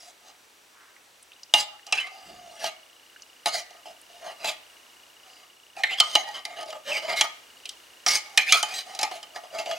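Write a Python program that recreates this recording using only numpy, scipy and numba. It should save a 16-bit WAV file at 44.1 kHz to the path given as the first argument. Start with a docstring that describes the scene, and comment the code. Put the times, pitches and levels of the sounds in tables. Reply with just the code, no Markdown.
"""Spoon in a tin can

A kitchen, stereo camera microphone a metre from a tin can held over a bowl of soup. A steel spoon knocks,
scrapes and squeaks inside: blows and stick-slip friction ring the wall and the air it holds. Soup smacks
and sloshes softly. At the microphone, the lens motor ticks once a frame over faint hiss and whine."""
import sys
import numpy as np
from scipy import signal
from scipy.fft import rfft, irfft, next_fast_len
from scipy.io import wavfile
from scipy.ndimage import uniform_filter1d
from numba import njit

SR = 44100
rng = np.random.default_rng(int(sys.argv[2]) if len(sys.argv) > 2 else 0)


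def waveform_to_disk(signal):
    """Save audio, clipped to [-1, 1], as 16-bit WAV at the path in sys.argv[1]."""
    frames = np.transpose(np.atleast_2d(signal))
    scaled = np.clip(frames, -1, 1) * 32767
    samples = np.round(scaled).astype(np.int16)
    wavfile.write(sys.argv[1], SR, samples)


N = 431281
T = np.arange(N) / SR
STEP = 64  # samples per control step
STEP_T = T[::STEP]

# room tone and microphone noise: (frequency [Hz], relative density [dB])
HISS_SPECTRUM = [(25, -31), (60, -5), (130, -13), (300, 0), (640, 2), (1330, 1), (2900, 1), (4700, -2),
                 (8000, -5), (14800, -12.5), (16000, -13.5)]
# slow swell of the hiss: (time [s], gain [dB])
HISS_SWELL = [(0, -3.5), (1.2, -3.5), (2, -4), (4.7, -0.5), (5.4, -2.5), (5.6, -4), (7.5, 0), (9.8, 0)]
# stereo width of the hiss: (frequency [Hz], side against mid [dB])
HISS_WIDTH = [(60, -11), (400, -5), (1300, -2), (4400, -8), (12000, -24)]
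# faint hum and whines: (frequency [Hz], rms level [dB])
WHINES = [(120, -87.5), (5846, -72.5), (7865, -79)]
# lens motor ticks, right by the microphone: (time [s], level [dB])
LENS_LEVEL = [(0, -78), (1.3, -68), (1.36, -51), (2.2, -47), (6, -48.5), (9.8, -46)]
# direct sound at the two microphone ports: (frequency [Hz], left phase lead [rad])
PORT_LEAD = [(60, -.3), (250, -.55), (700, -.77), (1500, -.73), (3000, -.55), (6000, -.3), (9000, -.3),
             (12000, -.12)]
# balance between the ports: (frequency [Hz], left minus right [dB])
PORT_PAN = [(250, 0), (700, -1.1), (1300, -.6), (2800, -1.5), (6000, -.3), (12000, 0.1)]
# low bump through the counter: (time [s], level [dB])
BUMP_LEVEL = [(2.1, -100), (2.298, -55.5), (2.55, -73)]
# soup being stirred: (time [s], level [dB])
SLOSH_LEVEL = [(0.7, -71), (0.82, -54.5), (1.0, -69)]
# wet smacks and small clicks: (time [s], peak level [dB], pitch [Hz])
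SMACKS = [(0.964, -42.5, 2010), (1.227, -40, 8600), (1.3184, -38, 2830), (1.3324, -41, 3420),
          (1.433, -28.5, 4950), (1.794, -42, 1820), (3.161, -38, 1590), (3.2212, -32, 5200),
          (4.0143, -40, 8900)]
# clear modes of the can, air column near 700 Hz first, then the wall: (frequency [Hz])
MODE_HZ = [635, 712, 785, 850, 1185, 1240, 1297, 1770, 1900, 2090, 2140, 2218, 2375, 2475, 2636, 2842, 3050,
           3170, 3310, 3660, 3995, 4310, 4700, 4893, 5200, 5394, 5695, 6290, 7076, 7600]
# ring of each of those modes: (gain [dB], t60 [s])
MODE_RING = [(-14, 0.5), (13.5, 0.037), (1.5, 0.11), (10, 0.11), (-5.5, 0.33), (8, 0.086), (-22, 0.26),
             (11, 0.019), (-2.5, 0.18), (7, 0.045), (-2.5, 0.23), (-8, 0.29), (4, 0.07), (-7.5, 0.061),
             (7, 0.015), (-4, 0.089), (5, 0.082), (10.5, 0.013), (5.5, 0.055), (17.5, 0.0078), (10, 0.034),
             (2, 0.064), (14.5, 0.0082), (15, 0.012), (5, 0.033), (5, 0.027), (14.5, 0.0082), (10.5, 0.019),
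             (-3.5, 0.08), (5, 0.0038)]
# dull thud of can and hand: (frequency [Hz], gain [dB], t60 [s])
THUD_MODES = [(338, 0.5, 0.028), (75, -33, 0.03)]
# air note of the can, higher while the spoon is deep inside: (time [s], pitch [Hz])
AIR_PITCH = [(0, 705), (1.55, 836), (2.1, 775), (2.62, 661), (3.47, 700), (3.58, 682), (4.3, 691),
             (4.46, 667), (5.8, 789), (6.15, 710), (6.3, 833), (6.46, 723), (6.62, 674), (6.86, 598),
             (7.1, 676), (8.1, 877), (8.6, 720), (9.05, 799), (9.17, 677), (9.78, 669)]
# bands of a contact's colour (air, low wall, mid wall, upper wall, rasp, top): (frequency [Hz])
COLOUR_HZ = [700, 1250, 2500, 5000, 9000, 15000]
# clear notes, the spoon sliding on one patch of wall:
# (start [s], slide [s], level [dB], first pitch [Hz], last pitch [Hz], t60 [s])
SLIDES = [(1.545, 0.045, -26.5, 2830, 2857, 0.073), (1.545, 0.086, -48, 2065, 2030, 0.25),
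          (1.542, 0.013, -31.5, 840, 833, 0.35), (1.925, 0.0087, -20, 2660, 2660, 0.046),
          (1.995, 0.025, -31, 3010, 3000, .04), (2.012, 0.033, -39, 2116, 2085, 0.19),
          (3.6, 0.071, -54, 2060, 1960, 0.19), (5.836, 0.01, -17.5, 2160, 1914, 0.025),
          (5.895, 0.047, -32, 2360, 2990, 0.022), (6.003, 0.028, -29, 1254, 1234, 0.096),
          (6.153, 0.0066, -12.5, 2950, 2935, 0.024), (6.915, 0.055, -29, 2730, 2214, 0.028),
          (8.078, 0.086, -33, 2167, 2210, 0.2), (8.465, 0.036, -35.5, 1900, 1730, .015),
          (8.47, 0.05, -27, 2140, 2970, .015), (8.487, .018, -29, 3750, 3440, .015),
          (8.526, 0.051, -25.5, 1271, 1293, 0.23), (8.53, 0.022, -23.5, 3330, 3354, 0.036)]
# scrapes along the wall; air, low wall and upper wall count from the level at 2.5 kHz: (start [s],
# swell [s], hold [s], level [dB], air [dB], low wall [dB], upper wall [dB], pitch [Hz], upper pitch [Hz])
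STROKES = [(0.0, 0.0013, 0.095, -62, -0.5, 2.5, 9.5, 2900, 3900),
           (0.2, 0.069, 0.032, -59, 0, 6, 5, 2810, 4500),
           (1.542, 0.0028, 0.058, -33.5, -10.5, -7.5, 5.5, 2795, 3920),
           (1.64, 0.023, 0.087, -69, 6, 15, -10, 2880, 3800),
           (1.861, 0.004, 0.092, -51.5, 2, -1, -4, 2900, 5740),
           (1.929, 0.0039, 0.022, -29, -13, -22, -11, 2793, 5070),
           (1.959, 0.013, 0.023, -28.5, -32, -14, -14.5, 2620, 4870),
           (1.99, 0.0073, 0.012, -32, -30, -3, -7, 2975, 7500),
           (2.03, 0.0063, 0.037, -47, -6, 4, -5, 2250, 4170),
           (2.09, 0.021, .47, -57.5, 3.5, 1.5, 3, 2803, 4600),
           (2.57, 0.078, 0.024, -31, -4.5, -8.5, -4, 2790, 4440),
           (3.462, 0.002, 0.019, -34.5, -2, 7, 6.5, 2900, 3890),
           (3.505, 0.028, 0.048, -37, -3, -6.5, 6.5, 2016, 4200),
           (3.66, 0.057, 0.06, -61.5, 2.5, 4, -1, 1960, 4150),
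           (3.844, 0.013, 0.051, -51.5, 4.5, -11, -3.5, 2900, 5230),
           (4.08, 0.016, 0.088, -59, 1.5, -7, -1, 2820, 5300),
           (4.17, 0.082, 0.067, -48.5, 6, 7.5, -1, 2870, 4450),
           (4.369, 0.047, 0.033, -44, -1, 2, -4.5, 2540, 4700),
           (4.44, 0.0041, 0.049, -31, -6.5, -6, 0.5, 2682, 4660),
           (5.2, 0.041, .2, -62, -6, 3, 1, 2710, 8050),
           (5.749, 0.033, 0.024, -42, 0.5, -2.5, -4, 2470, 6030),
           (5.839, 0.0052, 0.075, -34, -22, -26, -16, 2050, 3700),
           (5.89, 0.02, 0.025, -29.5, -12.5, -30, -11, 2140, 4770),
           (5.96, 0.022, 0.022, -37, -25, -2, -3.5, 3300, 4470),
           (6.005, 0.0046, 0.18, -43, -10, 0.5, 1.5, 2980, 5170),
           (6.158, 0.003, 0.035, -40, 4, -5, 4.5, 2100, 6400),
           (6.22, 0.0094, 0.12, -46.5, 1.5, -5, -3.5, 1900, 4000),
           (6.319, 0.024, 0.032, -38.5, -8.5, 2, -7, 3106, 4950),
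           (6.45, 0.0082, 0.12, -50, 3.5, 2.5, -5, 2180, 3800),
           (6.549, 0.015, 0.058, -40.5, 0, -4.5, -10, 2950, 4600),
           (6.65, 0.029, 0.086, -48.5, 6, 1, -5, 2930, 4440),
           (6.84, 0.042, 0.036, -31.5, -5, -7.5, -8.5, 2916, 5050),
           (6.919, 0.011, 0.048, -32, -8, -4.5, -2, 2930, 4800),
           (7.009, 0.0084, 0.094, -40.5, 1.5, -2, -3.5, 2990, 4900),
           (7.072, 0.0092, 0.045, -27, -5.5, -3, -8.5, 2205, 4650),
           (7.14, 0.03, 0.055, -31.5, -14, -3.5, 0.5, 2153, 4000),
           (7.216, 0.006, 0.026, -37.5, -2.5, 9, 3.5, 2180, 6600),
           (7.689, 0.0044, 0.012, -51, -11, -4, 6, 3370, 3800),
           (8.066, 0.0045, 0.045, -25.5, -22, -10, 5, 2180, 5430),
           (8.127, 0.0062, 0.027, -28.5, -21, -6.5, 7.5, 2180, 5220),
           (8.22, 0.024, 0.15, -52.5, -4, 0, -0.5, 2180, 5720),
           (8.378, 0.0039, 0.036, -26, -18, -23, -8.5, 2390, 4060),
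           (8.448, 0.09, 0.033, -29, -12, -32, 5.5, 2380, 4140),
           (8.527, 0.0025, 0.025, -22, -16, -16, -3, 2540, 6840),
           (8.634, 0.0034, 0.11, -40, -7.5, -8, -1.5, 2460, 6700),
           (8.735, 0.0039, 0.053, -35.5, -13.5, -22, 4.5, 1940, 4000),
           (8.856, 0.0037, 0.11, -50.5, 4, 5.5, 1, 2950, 4600),
           (8.98, 0.014, 0.061, -38.5, 1.5, -2, -3, 2510, 5100),
           (9.109, 0.0049, 0.052, -43, 0, -4, -2, 2940, 4500),
           (9.23, 0.016, 0.16, -60, -2, -9, -33, 2940, 5850),
           (9.34, 0.0088, 0.021, -49, 8, 12, 1.5, 1810, 4850),
           (9.429, 0.0042, 0.0092, -54, 11.5, 9, 0.5, 3240, 4900),
           (9.499, 0.045, 0.02, -47, 10.5, 6.5, -1, 2220, 4650),
           (9.578, 0.0046, 0.019, -36, 0, 2.5, -2.5, 2730, 4620),
           (9.64, 0.025, 0.074, -42, 7, -9, -4.5, 2915, 4620),
           (9.74, 0.023, .03, -43, 0, -8, -3, 2590, 5660)]
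# knocks on the wall, coloured in the same way:
# (time [s], level [dB], air [dB], low wall [dB], upper wall [dB], pitch [Hz], upper pitch [Hz])
BLOWS = [(1.538, -3, 0, -7.5, -1.5, 2830, 3634), (1.866, -45, 3, 5, 17.5, 2980, 6000),
         (1.924, -10.5, -3, -4, 0.5, 2430, 5130), (2.0694, -33.5, 2, -1, -2.5, 2170, 3970),
         (2.6414, -20, 15, -11, -1, 2970, 4450), (3.458, -12.5, 8, -4, -0.5, 2240, 3990),
         (3.706, -43, 17.5, -17, 5, 2050, 4200), (3.8554, -36.5, 15.5, -3, -21, 3050, 4200),
         (4.4438, -18.5, 9.5, -3, -19, 2570, 4860), (5.7653, -43, 23, -2, 6, 2440, 4400),
         (5.835, -4.5, -8, -22, -15.5, 2070, 3940), (6.0008, -3.5, -3.5, -31, 1.5, 3124, 4400),
         (6.1521, -7, 8, 0.5, 0, 2810, 4040), (6.4517, -21, -2, -12, 0, 2037, 3780),
         (6.609, -33.5, -7, 4, 4, 2920, 5200), (6.629, -32, 3, 0, 0, 2950, 5070),
         (6.6588, -46.5, 30, -32, 8, 2960, 5300), (6.684, -34, -1, -9, -13, 2890, 4530),
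         (6.703, -27, -9, -27, -4.5, 2970, 5340), (6.727, -32, 6, 9, -6, 2850, 4700),
         (7.21, 0.5, -11, -8.5, -5, 3403, 6120), (7.655, -18, -15, -76, -8.5, 2920, 4500),
         (7.691, -36.5, -31, -48, 15, 3200, 3620), (8.0631, -12.5, 5, 5.5, 2, 2260, 5700),
         (8.3747, 4, -17.5, -19.5, -6.5, 2484, 1760), (8.5229, -1.5, -25, -3.5, 1, 2333, 6500),
         (8.628, -19, 10.5, 6.5, 8.5, 3090, 6900), (8.9493, -34, 14, -13, 9.5, 2570, 5070),
         (8.9902, -23.5, 6, 2, 9.5, 2230, 4500), (9.0125, -44, -5, -3, 27.5, 2700, 4830),
         (9.0304, -14.5, 8, 1.5, 6.5, 2300, 5070), (9.1132, -25.5, 14.5, -3, -6, 2940, 4700),
         (9.229, -32.5, 1, 3, 3, 3110, 5030), (9.359, -25.5, 9, -5, -5.5, 1680, 3910),
         (9.587, -23, -6, -8, -7, 2610, 4580), (9.659, -20.5, 0, -26, -9, 2965, 4520),
         (9.711, -18.5, -13, 1, -7.5, 3370, 5200)]


def undb(db):
    """Decibels to amplitude."""
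    return 10 ** (np.asarray(db) / 20)


def unit(x):
    """Scale to an rms of 1."""
    return x / np.sqrt(np.mean(x ** 2))


def held(steps):
    """Hold each control value for STEP samples."""
    return np.repeat(steps, STEP)[:N]


def envelope(table, off_db=-110):
    """Amplitude through (time, level) points, silent before and after."""
    points = [(table[0][0] - .004, off_db), *table, (table[-1][0] + .02, off_db)]
    return held(undb(np.interp(STEP_T, *np.transpose(points))))


def over_hz(table, hz):
    """Read a (frequency, value) table along a log frequency axis."""
    points_hz, values = np.transpose(table)
    return np.interp(np.log(hz + 1), np.log(points_hz + 1), values)


def band(x, lo_hz, hi_hz):
    """Gentle band-pass."""
    return signal.sosfilt(signal.butter(2, [lo_hz, hi_hz], "band", fs=SR, output="sos"), x)


def smooth(x, width):
    """Moving average, applied twice."""
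    return uniform_filter1d(uniform_filter1d(x, width), width)


def drift(per_s):
    """Smooth random motion of rms 1, one value per control step."""
    return unit(smooth(rng.standard_normal(len(STEP_T)), max(int(SR / STEP / per_s), 2)))


def room_tone(hiss_db=-53):
    """Kitchen air and microphone noise, partly unlike left and right, with thin whines in the centre."""
    n = next_fast_len(N)
    hz = np.fft.rfftfreq(n, 1 / SR)
    mid, side = rfft(rng.standard_normal((2, n))) * undb(over_hz(HISS_SPECTRUM, hz))
    side *= undb(over_hz(HISS_WIDTH, hz))
    hiss = unit(irfft([mid + side, mid - side], n)[:, :N])
    hiss *= undb(hiss_db + np.interp(T, *np.transpose(HISS_SWELL)))
    wobble = np.cumsum(rng.standard_normal(N)) * 0.019
    return hiss + sum(np.sqrt(2) * undb(db) * np.sin(2 * np.pi * f * T + wobble) for f, db in WHINES)


def lens_motor(frame_hz=29.97, ring_hz=2878, ping_s=0.0025, click_s=0.0011):
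    """Beside the microphone the motor steps every frame: a short ping one way, a drier click back."""
    frames = np.arange(1, int(N / SR * frame_hz))
    at = ((frames / frame_hz - .006) * SR).astype(int)
    size = undb(np.interp(at / SR, *np.transpose(LENS_LEVEL)) + 1.4 * rng.standard_normal(len(at)))
    lag = np.arange(1024) / SR
    out = np.zeros(N)
    for first, decay_s, db in [(0, ping_s, 0), (1, click_s, 1)]:
        kicks = np.zeros(N)
        kicks[at[first::2]] = size[first::2] * undb(db)
        tick = lag / decay_s * np.exp(1 - lag / decay_s) * np.sin(2 * np.pi * ring_hz * lag)
        out += signal.fftconvolve(kicks, tick)[:N]
    return out


def kitchen(source, room_db=-8.5, t60=0.43, low_hz=199, high_hz=4900):
    """A metre off, direct sound meets the two ports slightly out of phase; the room adds a short tail."""
    n = next_fast_len(N + SR)
    hz = np.fft.rfftfreq(n, 1 / SR)
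    left = np.exp(.5j * over_hz(PORT_LEAD, hz)) * undb(over_hz(PORT_PAN, hz) / 2)
    direct = np.array([left, 1 / left])
    lag = np.arange(SR // 2) / SR
    tail = rng.standard_normal((2, len(lag))) * 1000 ** (-lag / t60) * (lag > .004)
    tail /= np.sqrt(np.sum(tail[0] ** 2))
    room_colour = undb(room_db) / (1 + (hz / high_hz) ** 2) * hz / (hz + low_hz)
    return irfft(rfft(source, n) * (direct + rfft(tail, n) * room_colour), n)[:, :N]


def counter_bump():
    """One soft, low bump carried through the counter."""
    return envelope(BUMP_LEVEL) * unit(band(rng.standard_normal(N), 47, 410))


def soup(smack_t60=0.024, bubbles_per_s=900):
    """Short wet smacks and a stirred slosh of tiny bubbles."""
    out = np.zeros(N)
    lag = np.arange(2048) / SR
    for start, db, hz in SMACKS:
        burst = rng.standard_normal(len(lag)) * 1000 ** (-lag / smack_t60)
        smack = band(burst, hz / 1.1, hz * 1.21)
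        i = int(start * SR)
        out[i:i + len(lag)] += undb(db) * smack / np.abs(smack).max()
    bubbles = (rng.random(N) < bubbles_per_s / SR) * rng.standard_normal(N)
    return out + envelope(SLOSH_LEVEL) * unit(band(bubbles, 1000, 1840))


def sliding_notes(onset_s=0.0013):
    """Each note glides while the spoon slides, fluttering with the drag, then rings out."""
    out = np.zeros(N)
    lag = np.arange(SR // 2) / SR
    for start, slide_s, db, from_hz, to_hz, t60 in SLIDES:
        hz = from_hz + (to_hz - from_hz) * np.minimum(lag / slide_s, 1)
        rough = .14 + .45 * abs(np.log2(to_hz / from_hz)) / slide_s  # faster glide, more stick-slip
        drag = smooth(rng.standard_normal((2, len(lag))), int(max(140 / (1 + rough), 85)))
        flutter = (1 + rough * (unit(drag[0]) + 1j * unit(drag[1]))) / np.sqrt(1 + 2 * rough ** 2)
        tone = (flutter * np.exp(2j * np.pi * np.cumsum(hz) / SR)).imag
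        shape = (1 - np.exp(-lag / onset_s)) * 1000 ** (-np.maximum(lag - slide_s, 0) / t60)
        i = int(start * SR)
        out[i:i + len(lag)] += np.sqrt(2) * undb(db) * shape * tone
    return out


@njit
def ring(slips, gain, knocks, hz, t60, feed_t60):
    """One mode, fed through a short resonance that keeps its skirts steep; gain and hz move in steps."""
    out, feed, mode = np.empty(len(slips)), 0j, 0j
    decay, feed_decay = 1000 ** (-1 / (t60 * SR)), 1000 ** (-1 / (feed_t60 * SR))
    for k in range(len(hz)):
        turn = np.exp(2j * np.pi * hz[k] / SR)
        for i in range(STEP * k, min(STEP * (k + 1), len(slips))):
            force = slips[i] * gain[k] + knocks[i] + 1e-18
            feed = feed * feed_decay * turn + (1 - feed_decay) * force
            mode = mode * decay * turn + feed
            out[i] = mode.real
    return out


def stick_slip(slips_per_s=9000, spread_db=2, catch_db=1.5, catches_per_s=80):
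    """Friction of steel on tin: tiny uneven slips, surging as the spoon catches and lets go."""
    slipping = rng.random(N) < slips_per_s / SR
    slips = slipping * undb(spread_db * rng.exponential(size=N)) * rng.standard_normal(N)
    return unit(slips * held(undb(catch_db * drift(catches_per_s))))


def scraping_contact(swell_db=20.5, fade_db_per_s=464):
    """Strokes swell, hold and fade as the spoon eases off; the loudest sets level, colour and pitches."""
    start, swell, hold, level, air, low, upper, pitch, upper_pitch = np.transpose(STROKES)
    age = STEP_T[:, None] - start
    risen = np.clip(age / swell, 0, 1)
    db = level - swell_db * (1 - risen) - fade_db_per_s * np.maximum(age - swell - hold, 0)
    db = np.where(age < 0, -200, db)
    lead = db.argmax(axis=1)
    # during the swell, the contact slides over from the pitch of the stroke before
    slid = risen[np.arange(len(age)), lead]
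    glide = pitch[np.maximum(lead - 1, 0)] ** (1 - slid) * pitch[lead] ** slid
    return db.max(axis=1), air[lead], low[lead], upper[lead], glide, upper_pitch[lead]


def drive_db(contact, hz, focus_db, focus_width=0.028, rasp_db=3.5, top_db=-19):
    """How hard a contact drives the mode at hz: its level and colour, and more near its two pitches."""
    level, air, low, upper, pitch, upper_pitch = contact
    bands = [air, low, 0, upper, upper + rasp_db, upper + rasp_db + top_db]
    place = np.interp(np.log(hz), np.log(COLOUR_HZ), range(6))
    k = min(int(place), 4)
    colour = bands[k] + (place - k) * (bands[k + 1] - bands[k])
    nearness = sum(share * np.exp(-(np.log(hz / contact_hz) / focus_width) ** 2)
                   for contact_hz, share in [(pitch, 1), (upper_pitch, .5)])
    return level + colour + focus_db * nearness


def squeaks_and_air(slips, contact, firm_db=-40):
    """Friction rings both contact pitches and the air in the can; uneven drag shakes all three."""
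    level, air, _, upper, pitch, upper_pitch = contact
    eased_db = .6 * np.minimum(level - firm_db, 0)  # squeaks need pressure, so they die away first
    air_hz = np.interp(STEP_T, *np.transpose(AIR_PITCH))

    def voice(db, hz, t60, judder):
        shaken_hz = hz * (1 + judder * drift(70))
        return ring(slips, undb(level + db), np.zeros(N), shaken_hz, t60, feed_t60=0.017)

    return (voice(eased_db + 12.5, pitch, t60=.04, judder=.022)
            + voice(eased_db + upper + 18, upper_pitch, t60=.008, judder=.022)
            + voice(air + 23, air_hz, t60=.048, judder=.015))


def spoon_knocks(hz, chatter_s=0.004):
    """Force of the blows on the mode at hz: each is a brief rattle of steel against the wall."""
    start, *contact = np.transpose(BLOWS)
    lag = np.arange(768)
    at = (start * SR).astype(int)[:, None] + lag
    push = np.exp(-lag / SR / chatter_s)
    rattle = push / np.sqrt(np.sum(push ** 2)) * rng.standard_normal(at.shape)
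    share = np.abs(rattle @ np.exp(2j * np.pi * hz * lag / SR))
    rattle /= np.clip(share, .7, 1.6)[:, None]  # each mode gets a fairly even share
    force = np.zeros(N)
    force[at] = rattle * undb(drive_db(contact, hz, focus_db=19.5))[:, None]
    return force


def tin_can(dense_db=14, dense_cycles=22, wander_db=3, feed_cycles=8.1, bass_hz=436):
    """Scrapes and knocks ring the can's clear modes and the crowded short ones between them."""
    slips, contact = stick_slip(), scraping_contact()
    clear_modes = [(hz, db, t60) for hz, (db, t60) in zip(MODE_HZ, MODE_RING)] + THUD_MODES
    modes = clear_modes + [(hz, dense_db, dense_cycles / hz) for hz in np.geomspace(950, 15000, 26)]
    # the modes around 2.5 kHz set the scale for both kinds of contact
    mid_db, mid_t60 = np.transpose([(db, t60) for hz, db, t60 in modes if 1700 < hz < 3500])
    rub_scale = np.sqrt(np.sum(undb(2 * mid_db) * mid_t60) * SR / (4 * np.log(1000)))
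    blow_scale = np.sqrt(np.sum(undb(2 * mid_db)))
    out = np.zeros(N)
    for k, (hz, db, t60) in enumerate(modes):
        dense = k >= len(clear_modes)
        wander = wander_db * drift(14)  # the contact crosses nodes and bellies
        rub_gain = undb(db + drive_db(contact, hz, focus_db=13.5) + wander) / rub_scale
        knock_db = db - 9 if dense and hz < 7500 else db  # blows favour the clear modes
        knocks = spoon_knocks(hz) * undb(knock_db) / blow_scale
        bend = .003 + dense * .04 * np.clip(np.log2(hz / 3000), 0, 1)  # the grip bends the treble most
        out += ring(slips, rub_gain, knocks, hz * (1 + bend * drift(7.7)), t60, feed_cycles / hz)
    out += squeaks_and_air(slips, contact) / rub_scale
    # a small can radiates little bass
    return signal.sosfilt(signal.butter(1, bass_hz, "high", fs=SR, output="sos"), out)


def scene():
    """Can and soup a metre away in the kitchen; lens motor and room tone right at the microphone."""
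    at_counter = tin_can() + sliding_notes() + soup() + counter_bump()
    return kitchen(at_counter) + lens_motor() + room_tone()


def record(dry):
    """The recorder clips just under full scale and cuts the top above 15.9 kHz."""
    top_cut = signal.ellip(10, .2, 70, 15900, fs=SR, output="sos")
    return signal.sosfilt(top_cut, np.clip(dry, -.97, .97))


dry = scene()
out = record(dry)
waveform_to_disk(out)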